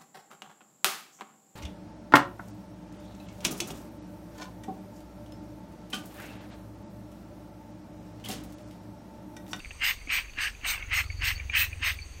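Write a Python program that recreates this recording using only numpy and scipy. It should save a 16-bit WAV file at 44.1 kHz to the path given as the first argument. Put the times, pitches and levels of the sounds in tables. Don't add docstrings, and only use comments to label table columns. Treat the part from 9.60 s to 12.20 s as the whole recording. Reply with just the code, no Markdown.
import sys
import numpy as np
from scipy import signal
from scipy.fft import rfft, irfft
from scipy.io import wavfile
from scipy.ndimage import uniform_filter1d

SR = 44100
rng = np.random.default_rng(int(sys.argv[2]) if len(sys.argv) > 2 else 0)


def digitize_waveform(pressure):
    field = np.atleast_2d(pressure).T
    bounded = np.clip(field, -1, 1)
    quanta = np.round(bounded * 32767).astype(np.int16)
    wavfile.write(sys.argv[1], SR, quanta)


def linear_from_db(decibels):
    return 10 ** (np.asarray(decibels, float) / 20)


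N = 114660
T = np.arange(N) / SR
CUTOFF_HZ = 15650


def rms_one(x):
    return x / np.sqrt(np.mean(x ** 2) + 1e-20)


def colour(x, points):
    hz, db = np.transpose(points)
    f = np.maximum(np.fft.rfftfreq(N, 1 / SR), 1)
    gain = linear_from_db(np.interp(np.log(f), np.log(hz), db, left=-120, right=-120))
    return rms_one(irfft(rfft(x) * gain, N))


def band(x, low_hz, high_hz):
    f = np.fft.rfftfreq(N, 1 / SR)
    return irfft(rfft(x) * ((f > low_hz) & (f < high_hz)), N)


def drift(rate_hz):
    r = np.exp(-2 * np.pi * rate_hz / SR)
    noise = rng.standard_normal(N + SR)
    return rms_one(signal.lfilter([1], [1, -2 * r, r * r], noise)[SR:])


def reson(x, hz, width_hz):
    r = np.exp(-np.pi * width_hz / SR)
    poles = [1, -2 * r * np.cos(2 * np.pi * hz / SR), r * r]
    return signal.lfilter([(1 - r * r) / 2, 0, (r * r - 1) / 2], poles, x)


def narrow(noise, hz, width_hz):
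    return rms_one(reson(reson(noise, hz, width_hz), hz, width_hz))


# start in seconds, length in seconds, spatter level in dB,
# dribble in dB re spatter.
STROKES = [
    (0.208, 0.118, -26.5, -24.5),
    (.491, 0.11406, -27.5, -19.5),
    (0.776, 0.1166, -29.5, -29),
    (1.036, 0.113, -31.5, -11),
    (1.309, 0.11304, -28, -35),
    (1.611, 0.1152, -28.5, -14.5),
    (1.929, 0.1246, -26, -21),
    (2.217, 0.1042, -26, -25),
]
# mid hiss, whistle and top hiss in dB re spatter,
# lower and upper ring of the wetted bark in Hz.
JETS = [(-8, -22.5, -15.5, 2110, 2761), (-11, -20.5, -18.5, 2377, 2559), (-10.5, -20.5, -23, 1711, 2726),
        (-6, -12, -11, 2270, 2722), (-11, -18.5, -17.5, 2088, 2590), (-8.5, -21.5, -15.5, 2003, 2754),
        (-8, -20, -8, 1894, 2568), (-11.5, -24, -18, 2001, 2703)]
# lower ring in dB, upper ring in dB.
AIMS = [(0.96, 1.75), (2.5, -1), (8, -3), (5.07, 1.55), (8, -3.5), (-0.5, -2), (-2, 4), (-2.83, -10.3)]
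SKIRT_DB = [-3.5, -4, -4.5, 1.5, -2, -4.5, -7, -5.55]
# time in seconds, level in dB.
SURGES = [(.225, 2), (.25, 1.5), (.31, 1), (0.523, 2), (.545, 3), (0.564, 1.5), (0.584, 2.5), (0.788, 1),
          (.803, 0.5), (.83, 1.5), (0.861, -1.5), (.878, 0.5), (1.051, 1.5), (1.106, 0), (1.13, -3),
          (1.335, 3.5), (1.385, 4.5), (1.41, 4), (1.641, 3), (1.665, 2.5), (1.686, 5.5), (1.705, 1),
          (1.947, 1), (1.962, 4.5), (1.981, 3), (2.005, 2.5), (2.03, 1), (2.23, -0.5), (2.247, 1),
          (2.275, 3.5), (2.3, 1)]
SURGE_S = .007
RISE_DB_PER_S, FALL_DB_PER_S, DRIBBLE_DB_PER_S = 920.5, 715.5, 107.5
AIM_WIDTH_HZ, AIM_DB = 146.9, -0.5
SKIRT_HZ = 1544
DRIBBLE_TOP_HZ, DRIBBLE_TOP_DB = 2896, -9.5


def spatter():
    surge_db = sum(db * np.exp(-((T - s) / SURGE_S) ** 2 / 2) for s, db in SURGES)
    drops = linear_from_db(-4.5 + surge_db) * droplets()
    sputter = linear_from_db(3.23 * drift(27))
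    skirt = band(drops, 0, SKIRT_HZ)
    bright = band(drops, DRIBBLE_TOP_HZ, CUTOFF_HZ)
    out = np.zeros(N)
    for stroke_row, jet_row, skirt_db, (low_db, high_db) in zip(STROKES, JETS, SKIRT_DB, AIMS):
        s, length, db, dribble_db = stroke_row
        low_hz, high_hz = jet_row[3:]
        t = T - s
        opening = RISE_DB_PER_S * (t - .012)
        closing = FALL_DB_PER_S * (length - .015 - t)
        stroke = linear_from_db(np.minimum(0, np.minimum(opening, closing)))
        dribble_fade = linear_from_db(dribble_db - DRIBBLE_DB_PER_S * np.maximum(t - length, 0))
        dribble = np.clip(t / length, 0, 1) * sputter * dribble_fade
        bark = linear_from_db(low_db) * reson(drops, low_hz, AIM_WIDTH_HZ)
        bark = bark + linear_from_db(high_db) * reson(drops, high_hz, AIM_WIDTH_HZ)
        wet = drops + linear_from_db(AIM_DB) * bark + (linear_from_db(skirt_db) - 1) * skirt
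        out += linear_from_db(db) * ((stroke + dribble) * wet + dribble * (linear_from_db(DRIBBLE_TOP_DB) - 1) * bright)
    return out


# frequency in Hz, density in dB per Hz.
SPATTER = [(240, -82.5), (400, -37), (562, -21), (1240, -5.5), (1440, -5.5), (2160, -0.5), (3040, -2),
           (3480, -16), (6000, -18.5), (7800, -30.5), (13200, -120)]
DROPS_PER_S, DROP_SPREAD_DB = 9000, 2
DROP_CYCLES, DROP_RING_DB = 34.35, 1.5
FLUTTER_DB = 0.8634


def droplets():
    sizes = linear_from_db(DROP_SPREAD_DB * np.minimum(rng.exponential(1, N), 3)) * rng.choice([-1, 1], N)
    hits = sizes * (rng.random(N) < DROPS_PER_S / SR)
    dealt = rng.integers(0, 36, N)
    rings = np.zeros(N)
    for k, hz in enumerate(np.geomspace(600, 5000, 36)):
        struck = hits * (dealt == k) + 1e-18
        rings += rms_one(reson(struck, hz, 1.947 * hz / DROP_CYCLES)) * np.sqrt(hz)
    both = rms_one(hits) + linear_from_db(DROP_RING_DB) * rms_one(rings)
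    return colour(both, SPATTER) * linear_from_db(FLUTTER_DB * drift(18.7))


# frequency in Hz, density in dB per Hz.
MID_HISS = [(2060, -22), (3500, 9.5), (4160, 10), (4490, 7), (5600, 4), (6160, 7), (7100, 1.5),
            (11000, -12), (14300, 5), (22000, -120)]
TOP_HISS = [(6180, -48), (10500, -17.5), (11200, -17), (12700, -12.5), (13200, -3.5), (14600, 1.5),
            (15600, -4), (16000, -27.5)]
WHISTLE_HZ, WHISTLE_WIDTH_HZ = 8328, 763
MID_DB, TOP_DB, WHISTLE_DB = 2.5, 4.5, 4
TOP_OPENS_S = 0.0201


def nozzle():
    mid = streaky(colour(rng.standard_normal(N), MID_HISS), 3050, 13000) * linear_from_db(1.15 * drift(40))
    top = streaky(colour(rng.standard_normal(N), TOP_HISS), 10000, 16000) * linear_from_db(1.47 * drift(70))
    whistle = narrow(rng.standard_normal(N), WHISTLE_HZ, WHISTLE_WIDTH_HZ)
    out = np.zeros(N)
    for (s, length, db, _), (mid_db, whistle_db, top_db, _, _) in zip(STROKES, JETS):
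        t = T - s
        whistle_jet = jet(t - 0.549 * length, rise=224, fall=429.5, round_s=0.0469)
        mid_jet = jet(t - 0.5414 * length, rise=372.5, fall=462, round_s=0.0469)
        top_jet = jet(t - 0.629 * length, rise=289.5, fall=520, round_s=0.0316)
        top_opening = np.clip((t - TOP_OPENS_S) / 0.012, 0, 1) ** 2
        out += linear_from_db(db + whistle_db + WHISTLE_DB) * whistle_jet * np.clip(t / 0.036, 0, 1) * whistle
        out += linear_from_db(db + mid_db + MID_DB) * mid_jet * np.clip(t / 0.0422, 0, 1) * mid
        out += linear_from_db(db + top_db + TOP_DB) * top_jet * top_opening * top
    return out


def jet(t, rise, fall, round_s):
    return linear_from_db(-np.where(t < 0, rise, fall) * (np.sqrt(t ** 2 + round_s ** 2) - round_s))


STREAK_HZ, STREAK_DB, STREAK_PER_S = 260, 3.8, 5


def streaky(x, low_hz, high_hz):
    edges = np.arange(low_hz, high_hz, STREAK_HZ)
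    return rms_one(sum(band(x, hz, hz + STREAK_HZ) * linear_from_db(STREAK_DB * drift(STREAK_PER_S)) for hz in edges))


# time in seconds, peak in dB, ring in Hz,
# snap in dB re ring.
TICKS = [(0.3374, -36.5, 2980, 0), (0.3631, -36.5, 2236, -16.5), (0.414, -36, 2107, -19),
         (0.4214, -36, 2175, -14.5), (0.4723, -29.5, 2256, -12.5), (0.6953, -33.5, 2476, -27.5),
         (0.9491, -32.5, 2495, -16.5), (1.1777, -26.5, 2655, -14), (1.2244, -21, 2193, -15),
         (1.285, -38, 1987, -4), (1.4396, -30.5, 2205, -7.5), (1.501, -21.5, 2228, -25.5),
         (1.526, -39.5, 2070, -10), (1.7654, -35.5, 2310, -25.5), (1.798, -21.5, 2357, -17.5),
         (1.8972, -16.5, 2376, -17.5), (2.0658, -29.5, 2412, -4), (2.1292, -22, 2445, -19.5),
         (2.1927, -42.5, 2673, -3.5), (2.388, -25.5, 2353, -30.5), (2.4, -35, 2325, -26.5)]
TAPS = [(0.002, -28.5, 2670, -9.5), (0.047, -26.5, 2378, -15), (0.057, -31.5, 2170, -15),
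        (0.0907, -45, 2300, -12.5), (0.1072, -28, 2525, -6), (0.1118, -26, 2640, -14.5),
        (0.6842, -33, 2540, -19.5), (0.7356, -40.5, 2930, -0.5), (1.0125, -35.5, 2612, -22),
        (1.196, -32, 1484, -2), (1.462, -34, 2561, -4), (1.7782, -28, 2379, -12)]
# time in seconds, peak in dB.
KNOCKS = [(0.102, -85), (0.22, -50.5), (0.472, -43.5), (0.776, -47), (1.032, -48), (1.285, -53),
          (1.608, -50), (1.69, -56), (2.009, -53), (2.203, -48.5)]
KNOCK_HZ, KNOCK_T60_S, KNOCK_DB = 271, 0.059, 6.5


def trigger():
    noise = rng.standard_normal(N)
    snap = rms_one(band(noise, 500, 3800))
    rattle = rms_one(reson(reson(noise, 1748, 780), 2493, 680))
    out = ticks(TICKS, .026, .0015, snap, rattle) + ticks(TAPS, .016, .0007, snap, rattle)
    for s, db in KNOCKS:
        out += linear_from_db(db + KNOCK_DB) * ring(T - s, KNOCK_HZ, KNOCK_T60_S, 0.00183)
    return out


TICK_DB, SNAP_DB, TICK_TAIL_DB, TICK_TAIL_T60_S = -6.5, -1, -19, 0.075
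TICK_UPPER, TICK_UPPER_DB = 1.163, -15.5


def ticks(rows, t60, rise_s, snap, rattle):
    out = np.zeros(N)
    for s, db, hz, snap_db in rows:
        near = slice(max(int((s - .02) * SR), 0), int((s + .15) * SR))
        t = T[near] - s - 1.3 * rise_s
        rise, after = np.exp(np.minimum(t, 0) / rise_s), np.maximum(t, 0)
        decay_db = -60 * after / t60
        upper = linear_from_db(TICK_UPPER_DB + decay_db) * np.sin(2 * np.pi * TICK_UPPER * hz * t)
        body = linear_from_db(decay_db) * (np.sin(2 * np.pi * hz * t) + upper)
        tail = linear_from_db(SNAP_DB + snap_db + decay_db) * snap[near]
        tail = tail + linear_from_db(TICK_TAIL_DB - 60 * after / TICK_TAIL_T60_S) * rattle[near]
        out[near] += linear_from_db(db + TICK_DB) * rise * (body + tail)
    return out


def ring(t, hz, t60, soft):
    t = np.maximum(t, 0)
    return (1 - np.exp(-(t / soft) ** 2)) * linear_from_db(-60 * t / t60) * np.sin(2 * np.pi * hz * t)


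# start in seconds, length in seconds, level in dB, from Hz, to Hz.
RUNOFF = [
    (1.15, 0.11, -50, 1650, 1400),
    (1.42, 0.065, -51, 1400, 1200),
    (1.05, 0.022, -42, 650, 850),
    (0.14, 0.042, -55.5, 1000, 1250),
]


def runoff():
    out = np.zeros(N)
    for s, length, db, from_hz, to_hz in RUNOFF:
        u = np.clip((T - s) / length, 0, 1)
        tone = np.sin(2 * np.pi * np.cumsum(from_hz + (to_hz - from_hz) * u) / SR)
        out += linear_from_db(db) * np.sin(np.pi * u) ** .5 * drift(81.0) * tone
    return out


# frequency in Hz, density in dB per Hz.
AIR = [(12, -20.5), (20, 12.5), (79, -8), (1150, -22.5), (4540, -27.5), (5380, -37.5), (6360, -29),
       (15500, -40.5), (16000, -44.5)]
AIR_DB = -48.5
# pitch in Hz, width in Hz, level in dB, patchiness in dB.
CHORUS = [
    (2350, 834, -59.5, 1),
    (4627, 208, -63, 0.5),
    (4511, 182, -61.5, 6),
    (6218, 685, -63, 1.5),
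    (6576, 73, -69.5, 6),
]
# time in seconds, level in dB.
CHORUS_SWELL = [(0, -3.5), (.3, -2.5), (.6, -6), (1.3, -8.5), (1.5, 3), (2, -8.07), (2.6, -3)]
# start in seconds, length in seconds, level in dB, pitch in Hz.
TRILLS = [
    (0, .5, -65, 8220),
    (2.05, .51, -66, 8250),
    (0, .11, -66, 8500),
    (2.06, .14, -71, 9300),
    (2.3, .12, -69, 9300),
]
CRICKET_WIDTH_HZ, CRICKET_PER_S, CRICKET_DEPTH = 90, 45, .45


def garden():
    out = linear_from_db(AIR_DB) * colour(rng.standard_normal(N), AIR)
    swell_db = np.interp(T, *np.transpose(CHORUS_SWELL))
    for hz, width_hz, db, patchy_db in CHORUS:
        singers = narrow(rng.standard_normal(N), hz, width_hz)
        patches_db = patchy_db * (drift(17.1) + 0.173 * drift(2.26))
        out += linear_from_db(db + (4000 < hz < 5000) * swell_db + patches_db) * singers
    noise = rng.standard_normal(N)
    pulse = 1 + CRICKET_DEPTH * np.sin(2 * np.pi * CRICKET_PER_S * T + 0.85 * drift(1.9))
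    for s, length, db, hz in TRILLS:
        fade = np.clip(np.minimum(T - s + 0.0323, s + length - T) / 0.012, 0, 1)
        out += linear_from_db(db) * fade * pulse * narrow(noise, hz, CRICKET_WIDTH_HZ)
    return out


# time in seconds, firing rate in Hz, orders 2, 3 and 4 in dB.
ENGINE = [(0.0, 23.73, -81, -76.5, -78.5), (0.06, 25.08, -42.5, -59.5, -67), (0.11, 24.15, -56, -51.5, -58),
          (0.34, 22.99, -51, -61, -57), (0.48, 23.94, -53.5, -50.5, -63.5), (0.67, 24.12, -49, -71.5, -64),
          (0.79, 25, -52.5, -54.5, -59.5), (1.2, 24.09, -45.5, -61.5, -57), (1.31, 23.79, -45, -40.5, -46),
          (1.44, 21.28, -54, -40, -42), (1.61, 22.94, -38, -47.5, -40.5), (1.891, 22.15, -53, -40, -48),
          (2.06, 21.93, -55, -45.5, -44), (2.32, 20.91, -59, -43.5, -45.5), (2.54, 20.38, -50, -51, -52.5),
          (2.6, 20.97, -57, -46.5, -44.5)]
ORDER_RAD = [.3, .6, .9, 1.2, 1.5]
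FIRST_DB, FIFTH_DB, WOBBLE_DB = -21, -10.5, 2


def engine():
    s, *columns = np.transpose(ENGINE)
    hz, two, three, four = [np.interp(T, s, c) for c in columns]
    turn = 2 * np.pi * np.cumsum(hz) / SR
    out = np.zeros(N)
    for k, db in enumerate([two + FIRST_DB, two, three, four, four + FIFTH_DB]):
        level = np.sqrt(2) * linear_from_db(db + WOBBLE_DB * drift(19.8))
        out += level * np.sin((k + 1) * turn + ORDER_RAD[k])
    return out


def scene():
    return (spatter() + nozzle() + trigger() + runoff() + garden() + engine())[None]


def roll_off(x):
    return signal.sosfilt(signal.butter(12, 16490, fs=SR, output="sos"), x)


# low Hz, high Hz, seconds from stroke
# start to silence, seconds from stroke end to return, strokes concerned counted from 0.
DROPOUTS = [(9750, 11100, .016, .014, [0, 1]), (9750, 11100, .028, .012, [2, 3, 5, 7]),
            (10600, 11100, .035, 0, [4]), (9800, 10200, .035, -.01, [4]), (6900, 7400, .03, .01, [5, 7]),
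            (6900, 7400, .03, -.025, [1]), (6900, 7400, .03, -.06, [4]), (13700, 14150, .165, .16, [3]),
            (14450, 15000, .175, .16, [3]), (15000, 15700, .27, .3, [7])]
# start in seconds, length in seconds.
DIPS = [
    (.475, .035),
    (1.307, .02),
    (1.908, .036),
    (2.222, .015),
]
DIP_LOW_HZ, DIP_SHARE = 9500, .55


def record(dry):
    x = band(dry[0], 0, CUTOFF_HZ)
    for low_hz, high_hz, late, over, hit in DROPOUTS:
        silent = np.zeros(N)
        for k in hit:
            s, length = STROKES[k][:2]
            silent += (T > s + late) * (T < s + length + over)
        x = x - band(x, low_hz, high_hz) * uniform_filter1d(silent, size=512)
    dip = sum((T > s) * (T < s + length) for s, length in DIPS)
    x = x - DIP_SHARE * band(x, DIP_LOW_HZ, CUTOFF_HZ) * uniform_filter1d(dip * 1.0, size=256)
    return roll_off(x[None])


dry = scene()
out = record(dry)
digitize_waveform(out)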